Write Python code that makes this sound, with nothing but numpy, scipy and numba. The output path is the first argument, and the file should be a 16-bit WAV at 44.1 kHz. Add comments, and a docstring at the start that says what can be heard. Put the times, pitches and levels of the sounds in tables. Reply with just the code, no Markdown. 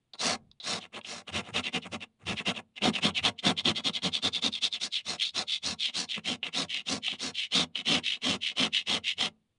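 """Rasping a wooden knife handle

A coarse hand rasp shapes a handle clamped in a bench vise, heard close up in a quiet workshop.
On each push the teeth bite, tear fibres and shake the clamp and vise; on each return they skate back.
The tooth impacts excite a bright resonance that slides as the contact moves along the rasp's blade.
Handle, clamp and vise filter every scrape, and heavy pushes rock the vise on its bench."""
import sys
import numpy as np
from scipy import signal
from scipy.fft import rfft, irfft
from scipy.io import wavfile
from scipy.ndimage import uniform_filter1d
from numba import njit

SR = 44100
rng = np.random.default_rng(int(sys.argv[2]) if len(sys.argv) > 2 else 0)


def to_wav(sig):
    """Store sig (one row per channel, or 1-D mono) as 16-bit WAV at the path in sys.argv[1].

    Samples outside -1..1 are clipped; the rate is SR.
    """
    pcm = np.clip(np.atleast_2d(sig), -1, 1) * 32767
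    pcm = np.round(pcm).astype(np.int16)
    wavfile.write(sys.argv[1], SR, pcm.T)  # frames by channels


N = 422478
TIME = np.arange(N) / SR
FREQ = np.arange(2 ** 18 + 1) * SR / 2 ** 19


def undb(db):
    """Amplitude ratio of a level in decibels."""
    return 10 ** (np.asarray(db) / 20)


def unit(x):
    """Normalisation to an rms of 1."""
    return x / np.sqrt(np.mean(x ** 2))


def steady(x, size):
    """Division by the running rms over size samples leaves only the fine grain."""
    return x / np.sqrt(uniform_filter1d(x ** 2, size) + 1e-12)


def colour(points):
    """Minimum-phase response through (f/Hz, level/dB) points, by folding the cepstrum."""
    hz, db = np.transpose(points)
    gain = undb(np.interp(np.log(FREQ + 1), np.log(hz), db))
    cepstrum = irfft(np.log(gain))
    cepstrum[1:len(FREQ) - 1] *= 2
    cepstrum[len(FREQ):] = 0
    return np.exp(rfft(cepstrum))


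def through(x, response):
    """Filtering by multiplication of spectra; white noise keeps its power."""
    filtered = irfft(rfft(x, 2 * (len(FREQ) - 1)) * response)[:N]
    return filtered / np.sqrt(np.mean(np.abs(response) ** 2))


@njit
def bandpass(x, hz, q):
    """Second-order state-variable resonator whose centre may move every sample."""
    y, band, low = np.empty(len(x)), 0., 0.
    for i in range(len(x)):
        g = np.tan(np.pi * hz[i] / SR)
        v = (band + g * (x[i] - low)) / (1 + g * (g + 1 / q))
        band, low, y[i] = 2 * v - band, low + 2 * g * v, v / q
    return y


def stroke(start, end):
    """The samples of a stroke and its progress from 0 to 1."""
    span = slice(int(start * SR), int(end * SR))
    return span, np.linspace(0, 1, span.stop - span.start)


def arch(progress, peak, rise, fall):
    """Skewed half-sine envelope; the exponents rise and fall sharpen its flanks."""
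    warped = progress * (1 - peak) / (progress * (1 - peak) + peak * (1 - progress))
    return np.abs(np.sin(np.pi * warped)) ** np.where(progress < peak, rise, fall)


def hold(progress, attack_s, release_s, ease_db):
    """Envelope with an attack, a slow exponential decline and a linear release."""
    age = progress * len(progress) / SR
    rise = np.minimum(age / attack_s, 1)
    fall = np.minimum((age[-1] - age) / release_s, 1)
    return np.sin(np.pi / 2 * rise) ** 2 * fall * undb(ease_db * progress)


def bumps(events, half_width_s):
    """Superposed Gaussian envelopes, one for each (t/s, level/dB)."""
    return sum(undb(db) * np.exp(-((TIME - s) / half_width_s) ** 2) for s, db in events)


# spectrum of the room noise: f/Hz, level/dB
ROOM_SPECTRUM = [(20, -2.5), (45, -12.5), (120, 0), (400, -14.5), (1500, -25.5), (3600, -21.5), (5400, -33),
                 (10000, -31.5)]
# envelope of a dull rumble: t/s, level/dB
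RUMBLE_LEVEL = [(.1, -90), (.33, -70), (.38, -58), (.51, -64), (.58, -80), (.7, -110)]
def workshop(room_db=-79):
    """Spectrally shaped noise gives a faint background and one short, dull rumble."""
    air = through(rng.standard_normal(N), colour(ROOM_SPECTRUM))
    dull = colour([(20, -8), (60, -4), (150, 1), (300, -18), (1000, -53.5)])
    rumble = through(rng.standard_normal(N), dull)
    return undb(room_db) * air + undb(np.interp(TIME, *np.transpose(RUMBLE_LEVEL))) * rumble


# back strokes: start t/s, end t/s, ring level/dB, tearing level/dB, fall in pitch/fraction
BACK_STROKES = [(0.132, 0.159, -41, -52, -0.071), (0.788, 0.873, -37.5, -53.5, 0.2),
                (0.92, 0.998, -35.5, -41, -0.28), (1.265, 1.307, -22, -42, 0.14),
                (1.42, 1.51, -46, -49.5, 0.0015), (1.623, 1.701, -25.5, -44.5, 0.17),
                (1.808, 1.878, -33.5, -56, 0.39), (1.998, 2.049, -25.5, -46, 0.17),
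                (2.188, 2.245, -57, -59, 0.031), (2.351, 2.427, -27, -47.5, 0.2),
                (2.531, 2.609, -32.5, -43, 0.29), (2.754, 2.793, -20.5, -56.5, 0.13),
                (2.924, 3.001, -22, -39, 0.26), (3.136, 3.211, -22, -46.5, 0.28),
                (3.377, 3.407, -10, -79, -0.15), (3.561, 3.619, -19, -46, -0.12),
                (3.743, 3.812, -22, -42, -0.05), (3.925, 3.996, -23.5, -48.5, 0.13),
                (4.114, 4.199, -22, -47.5, 0.1), (4.316, 4.402, -25.5, -48, 0.12),
                (4.513, 4.597, -26, -57.5, 0.22), (4.705, 4.787, -27, -53.5, 0.34),
                (4.906, 5.02, -27, -64.5, 0.38), (5.177, 5.311, -26.5, -65.5, -0.23),
                (5.464, 5.592, -26.5, -64.5, -0.03), (5.78, 5.914, -27, -62, 0.19),
                (6.073, 6.206, -31.5, -61, 0.38), (6.424, 6.497, -26.5, -44.5, 0.22),
                (6.678, 6.824, -29, -56, 0.11), (7.014, 7.17, -31, -58, 0.04),
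                (7.332, 7.482, -30, -71, 0.12), (7.741, 7.825, -26.5, -49.5, 0),
                (8.023, 8.18, -28.5, -62, 0.04), (8.403, 8.534, -28, -67, 0.04),
                (8.715, 8.834, -23.5, -60.5, 0.04), (9.029, 9.146, -26.5, -67, -0.06)]
def returns(light_hz, hiss_db=-15):
    """Sliding friction under light load: the teeth skate back with mostly ring and little drag."""
    for start, end, ring_db, tear_db, sag in BACK_STROKES:
        span, progress = stroke(start, end)
        ring = undb(ring_db) * hold(progress, attack_s=.052, release_s=.055, ease_db=-3.5)
        drag = undb(tear_db) * arch(progress, peak=.76, rise=.86, fall=.91)
        hz = light_hz[span] * (1 + sag * (.5 - progress))
        yield span, progress, hz, [ring, drag, drag, undb(hiss_db) * ring]


def teeth(grain, catches_per_s=420, unevenness=.51, scatter_db=4, crack_s=.0018, rub=.35):
    """Impulsive excitation: rows of teeth catch and crack, adding in power to the rub of the rest."""
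    gap, size = rng.standard_normal((N // 40, 2)).T
    onsets = (np.cumsum(np.exp(unevenness * gap)) * SR / catches_per_s).astype(int)
    catches = np.bincount(onsets, undb(scatter_db * np.clip(size, -2, 2)), N)[:N]
    cracks = unit(signal.lfilter([1], [1, -np.exp(-1 / (crack_s * SR))], catches))
    cracks = 2 * np.tanh(cracks / 2)  # fibres give way before a catch grows too strong
    return np.sqrt((grain * cracks) ** 2 + rub ** 2 * (1 - grain ** 2) + .02)


def skipping(grain, skips_per_s=110, depth_db=3.5):
    """Amplitude modulation: a lightly held blade skips, so its bite comes in clumps."""
    lifts = np.clip(rng.standard_normal(N // 100), -2, 1)
    return undb(depth_db * grain * np.interp(TIME * skips_per_s, np.arange(len(lifts)), lifts))


def end_reflections(x, hz, near_cycles=3, near_db=-11, far_cycles=8, far_db=-10):
    """Comb filtering: waves return from both ends of the rasp; the ripple slides with the ring."""
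    now = np.arange(N)
    period = SR / uniform_filter1d(hz, size=400)
    near = np.interp(np.round(now - near_cycles * period), now, x)
    far = np.interp(np.round(now - far_cycles * period), now, x)
    return x + undb(near_db) * near + undb(far_db) * far


def blade(x, hz, q):
    """Resonance of the blade on the wood, steep-sided from three resonators in cascade."""
    for _ in range(3):
        x = bandpass(x, hz, q)
    return x


# judder relative to the shudder, as the rasp works round the edge: t/s, level/dB
JUDDER_LEVEL = [(1.5, -15.5), (3, -12), (4.4, -5), (5.2, -8), (6.3, -3.5), (7.3, -3.5), (8.4, -1.5),
                (9, -8.5)]
def judder(progress, fast_hz=280, slow_hz=215, wobble=.06006):
    """Periodic forcing: tooth rows bump over the wood's edge, fastest and hardest in mid-stroke."""
    swell = arch(progress, peak=.56, rise=3, fall=2.5)
    drift = unit(uniform_filter1d(rng.standard_normal(N), size=400))
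    hz = (slow_hz + (fast_hz - slow_hz) * swell) * (1 + wobble * drift)
    phase = 2 * np.pi * np.cumsum(hz) / SR
    gain = undb(np.interp(TIME, *np.transpose(JUDDER_LEVEL)))
    return gain * swell * (np.sin(phase) + .37 * np.sin(2 * phase))


# spectra of tearing fibres, shuddering clamp and vise, and friction hiss: f/Hz, level/dB
TEAR_SPECTRUM = [(60, -35), (120, -14), (260, -2), (650, 1.5), (1100, 7), (1700, -2.5), (2500, -3),
                 (4500, -20), (7000, -17.5), (9500, -28.5)]
SHUDDER_SPECTRUM = [(45, -40.5), (68, -32.5), (90, -1.5), (135, -9.5), (200, 6), (290, -3), (420, -6),
                    (650, -13), (1000, -12.5), (2000, -48.5)]
HISS_SPECTRUM = [(400, -39.5), (1000, -11), (2500, -2), (4500, 0), (5500, 2.5), (6700, -7), (8200, -15),
                 (9600, -26.5), (10500, -13.5)]
def rasp(shudder_db=-7):
    """Source and filter: tooth catches ring the blade, tear fibres and hiss; drag shakes the vise."""
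    (ring, tear, shudder, hiss), hz, grain, progress = hand_motion()
    ringing, tearing, dragging, hissing = teeth(grain) * rng.standard_normal((4, N))
    contact = skipping(grain)
    ringing = steady(blade(end_reflections(ringing, hz), hz, q=1.69), size=600)
    hissing = steady(end_reflections(hissing, hz), size=600)
    out = ring * contact * ringing
    out += through(tear * steady(tearing, size=700), colour(TEAR_SPECTRUM))
    out += undb(shudder_db) * through(shudder * steady(dragging, size=700), colour(SHUDDER_SPECTRUM))
    out += shudder * judder(progress)
    return out + through(hiss * contact * hissing, colour(HISS_SPECTRUM))


# blade resonance under a light touch, moving as the rasp works round the edge: t/s, f/Hz
LIGHT_PITCH = [(.6, 3960), (.8, 2955), (2.6, 2762), (3.15, 2913), (3.6, 3260), (4.3, 3550), (5.0, 3340),
               (5.5, 3464), (6.1, 3060), (6.4, 2836), (7.2, 3058), (9.1, 2941)]
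# the rasp lands or a tooth snags: t/s, level/dB, 60 dB decay time/s
IMPACTS = [(.134, -32, 0.055), (.514, -41.5, 0.011), (.6, -33.5, 0.16), (1.013, -35, 0.01),
           (1.046, -27.5, 0.14), (2.82, -18.5, 0.049), (3.107, -30, 0.019), (3.185, -21.5, .014),
           (3.58, -25.5, 0.014), (3.596, -16.5, 0.006), (3.656, -13.5, 0.027), (4.021, -27, 0.048),
           (6.09, -31, .04), (6.429, -18.5, 0.071), (6.452, -37, 0.03), (6.75, -19.5, 0.013),
           (6.888, -19.5, .014), (7.08, -19, 0.034), (7.755, -17.5, .05)]
def taps(wood_db=-14):
    """Impact of steel on wood: an exponentially decaying rattle rings the blade and knocks the handle."""
    ring, knock = np.zeros((2, N))
    age = TIME[:SR // 5]
    for s, db, t60 in IMPACTS:
        rattle = rng.standard_normal(len(age)) * undb(-60 * age / t60)
        tone = blade(rattle, np.interp(s + age, *np.transpose(LIGHT_PITCH)), q=2.5)
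        span = slice(int(s * SR), int(s * SR) + len(age))
        ring[span] += undb(db) * tone / np.abs(tone).max()
        knock[span] += undb(db) * rattle / np.abs(rattle).max()
    return ring + undb(wood_db) * through(knock, colour(TEAR_SPECTRUM))


# forward strokes: start t/s, end t/s, ring level/dB, tearing level/dB, shudder level/dB,
# ring f/Hz at full pressure
FORWARD_STROKES = [(0.178, 0.363, -31.5, -31.5, -34, 4730), (0.618, 0.797, -36.5, -37, -38, 4180),
                   (1.024, 1.224, -56, -45.5, -45.5, 4330), (1.313, 1.418, -32.5, -35, -33.5, 2920),
                   (1.526, 1.613, -26, -33.5, -35, 2980), (1.72, 1.79, -24, -37, -31, 2916),
                   (1.91, 1.968, -31.5, -38, -33, 2970), (2.249, 2.349, -31.5, -38, -31, 2802),
                   (2.446, 2.525, -24, -34, -30, 3085), (2.806, 2.907, -27, -30.5, -20, 3570),
                   (3.007, 3.105, -25.0, -32.0, -24.5, 3455), (3.222, 3.303, -22.5, -30, -31, 3580),
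                   (3.422, 3.527, -26.5, -28.5, -23.5, 3660), (3.635, 3.725, -22.5, -33.5, -25, 3340),
                   (3.834, 3.906, -20, -38, -31.5, 3435), (4.015, 4.098, -25.5, -36.0, -30, 3463),
                   (4.214, 4.296, -23, -35.5, -32, 3880), (4.41, 4.496, -23.5, -38.5, -31.5, 3885),
                   (4.605, 4.688, -24.5, -47, -50.0, 3900), (4.794, 4.884, -33, -48.5, -44.5, 4820),
                   (5.041, 5.169, -38.5, -41.0, -43.5, 4310), (5.333, 5.441, -31, -37, -42, 4200.0),
                   (5.615, 5.75, -34, -42.0, -40.5, 4460), (5.926, 6.058, -34, -43.5, -41, 4716),
                   (6.232, 6.363, -31.5, -42, -35.5, 3237), (6.521, 6.656, -32, -38, -34, 4068),
                   (6.851, 6.989, -36.5, -39.5, -33, 4750), (7.179, 7.318, -39.5, -44, -38, 4600.0),
                   (7.505, 7.651, -26, -34, -32.5, 3700.0), (7.842, 8.002, -25, -35.0, -29, 3175),
                   (8.208, 8.371, -29.5, -36, -30, 3250.0), (8.552, 8.683, -25.5, -34, -31, 3200.0),
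                   (8.855, 8.991, -26.5, -36, -32.5, 3330), (9.167, 9.288, -26, -37.5, -36.5, 3250.0)]
def pushes(light_hz, skate_s=.04, bite_s=.0083, damping_db_per_octave=11, sag=.13):
    """Contact loading: the rasp skates until the teeth sink in, which raises the ring and damps it."""
    for start, end, ring_db, tear_db, shudder_db, full_hz in FORWARD_STROKES:
        span, progress = stroke(start, end)
        length_s = len(progress) / SR
        pressure = arch(progress, peak=.53, rise=1.85, fall=.45)
        speed = arch(progress, peak=.47, rise=2.05, fall=1)
        sunk = 1 / (1 + np.exp((skate_s - progress * length_s) / bite_s))
        hz = light_hz[span] + sunk * (full_hz - light_hz[span])
        ring = undb(ring_db + damping_db_per_octave * np.log2(full_hz / hz))
        ring *= hold(progress, attack_s=.053, release_s=.043, ease_db=-1.6)
        hz *= 1 - sag * progress ** 3  # the pitch sinks as the push runs out
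        # louder, higher and longer strokes hiss more than the usual push (-27 dB, 3500 Hz, 0.11 s)
        hiss_db = -35 + .44 * (ring_db + 27)
        hiss_db += 8.5 * np.log2(full_hz / 3500) + 5.5 * np.log2(length_s / .11)
        tear, shudder = undb(tear_db) * pressure, undb(shudder_db) * pressure
        yield span, progress, hz, [ring, tear, shudder, undb(hiss_db) * speed]


# spectrum of the bench's lowest resonance: f/Hz, level/dB
BENCH_SPECTRUM = [(45, -39.5), (65, -25), (80, 1.5), (100, 1.5), (125, -6.5), (170, -5.5), (300, -49)]
# a heavy push rocks the vise on its bench: t/s, level/dB
VISE_ROCKS = [(1.37, -43.5), (1.56, -47), (1.94, -51), (2.308, -41), (3.26, -42.5), (3.69, -48),
              (5.12, -58), (5.39, -57.5), (5.7, -51), (9.221, -54)]
def thumps():
    """Forced vibration: the bench's lowest resonance swells and dies under heavy pushes."""
    boom = steady(through(rng.standard_normal(N), colour(BENCH_SPECTRUM)), size=2000)
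    return boom * bumps(VISE_ROCKS, half_width_s=.052)


# the teeth dig in as a return slows down: t/s, level/dB
TOOTH_DIGS = [(1.495, -47.5), (1.865, -41), (2.41, -45), (5.895, -56.5), (6.18, -43.5), (7.135, -48),
              (8.175, -60.5), (8.52, -58)]
def digs(shudder_db=7):
    """Transient drag: digging teeth briefly add to the envelopes of tearing and shudder."""
    return np.outer([0, 1, undb(shudder_db), 0], bumps(TOOTH_DIGS, half_width_s=.011))


def hand_motion(return_grain=.74, push_grain=.48, turn_db=-22, uneven_db=.5):
    """Reciprocating motion sets the envelopes, the ring's pitch, the graininess and stroke progress."""
    envelopes = np.zeros((4, N))  # ring, tearing, shudder, hiss
    grain, progress = np.zeros((2, N))
    light_hz = np.interp(TIME, *np.transpose(LIGHT_PITCH))
    hz = light_hz.copy()
    for strokes, graininess in (returns(light_hz), return_grain), (pushes(light_hz), push_grain):
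        for span, done, pitch, drive in strokes:
            envelopes[:, span] += drive
            hz[span], grain[span], progress[span] = pitch, graininess, done
    envelopes += digs()
    # the rasp keeps rubbing faintly while the hands turn round
    envelopes += undb(turn_db) * uniform_filter1d(envelopes, size=2600, axis=1)
    # harder and softer wood passes under the teeth
    hardness = unit(uniform_filter1d(rng.standard_normal(N), size=700))
    return envelopes * undb(uneven_db * hardness), hz, grain, progress


# resonances (+) and antiresonances (-) of handle, clamp and vise: f/Hz, nominal width/Hz, level/dB
HANDLE_MODES = [(98, 39, 5.5), (166, 12, 9), (217.5, 5.3, 4.5), (249, 25, 9.5), (365.2, 20, 6.5),
                (424, 39, -1.5), (462, 40, 9), (592.6, 12, 6), (733, 111, 7.5), (834, 43, -11),
                (941, 19, -24), (1170, 12, 0.5), (1360, 34, 5.5), (1663, 70, -5), (1672, 37, 10),
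                (2107, 140, 8), (2726, 650, 5), (3570, 97, 3.5), (4080, 790, 4.5), (5380, 240, 2.5),
                (5810, 150, 2.5), (6694, 280, 6.5), (8060, 960, 9), (9100, 200, 6), (9430, 510, 11)]
def clamped_handle(x, max_q=36):
    """Modal filtering: the damped modes of handle, clamp and vise impose peaks and dips."""
    response = 1
    for hz, width, db in HANDLE_MODES:
        stiffness = hz ** 2 - FREQ ** 2
        loss = 1j * FREQ * max(width, hz / max_q)
        response = response * (stiffness + undb(db) * loss) / (stiffness + loss)
    return through(x, response)


def bench(x, scatter_db=-13, scatter_t60=.067, boom_db=-29, boom_t60=.31, boom_hz=450):
    """Reverberation: bench and vise scatter a brief tail in which low frequencies decay more slowly."""
    age = TIME[:SR // 2]
    scatter = rng.standard_normal(len(age)) * undb(-60 * age / scatter_t60)
    boom = rng.standard_normal(len(age)) * undb(-60 * age / boom_t60)
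    boom = signal.sosfilt(signal.butter(2, boom_hz, fs=SR, output="sos"), boom)
    tail = undb(scatter_db) * scatter / np.linalg.norm(scatter)
    tail += undb(boom_db) * boom / np.linalg.norm(boom)
    return x + signal.fftconvolve(x, tail)[:N]


def scene():
    """Superposition of the rasping, the bench and the room, alike in both channels."""
    work = clamped_handle(rasp() + taps())
    return np.tile(bench(work) + thumps() + workshop(), (2, 1))


def record(dry, cutoff_hz=10200):
    """A steep low-pass filter removes the highest treble."""
    return signal.sosfilt(signal.cheby1(12, .2, cutoff_hz, fs=SR, output="sos"), dry)


dry = scene()
out = record(dry)
to_wav(out)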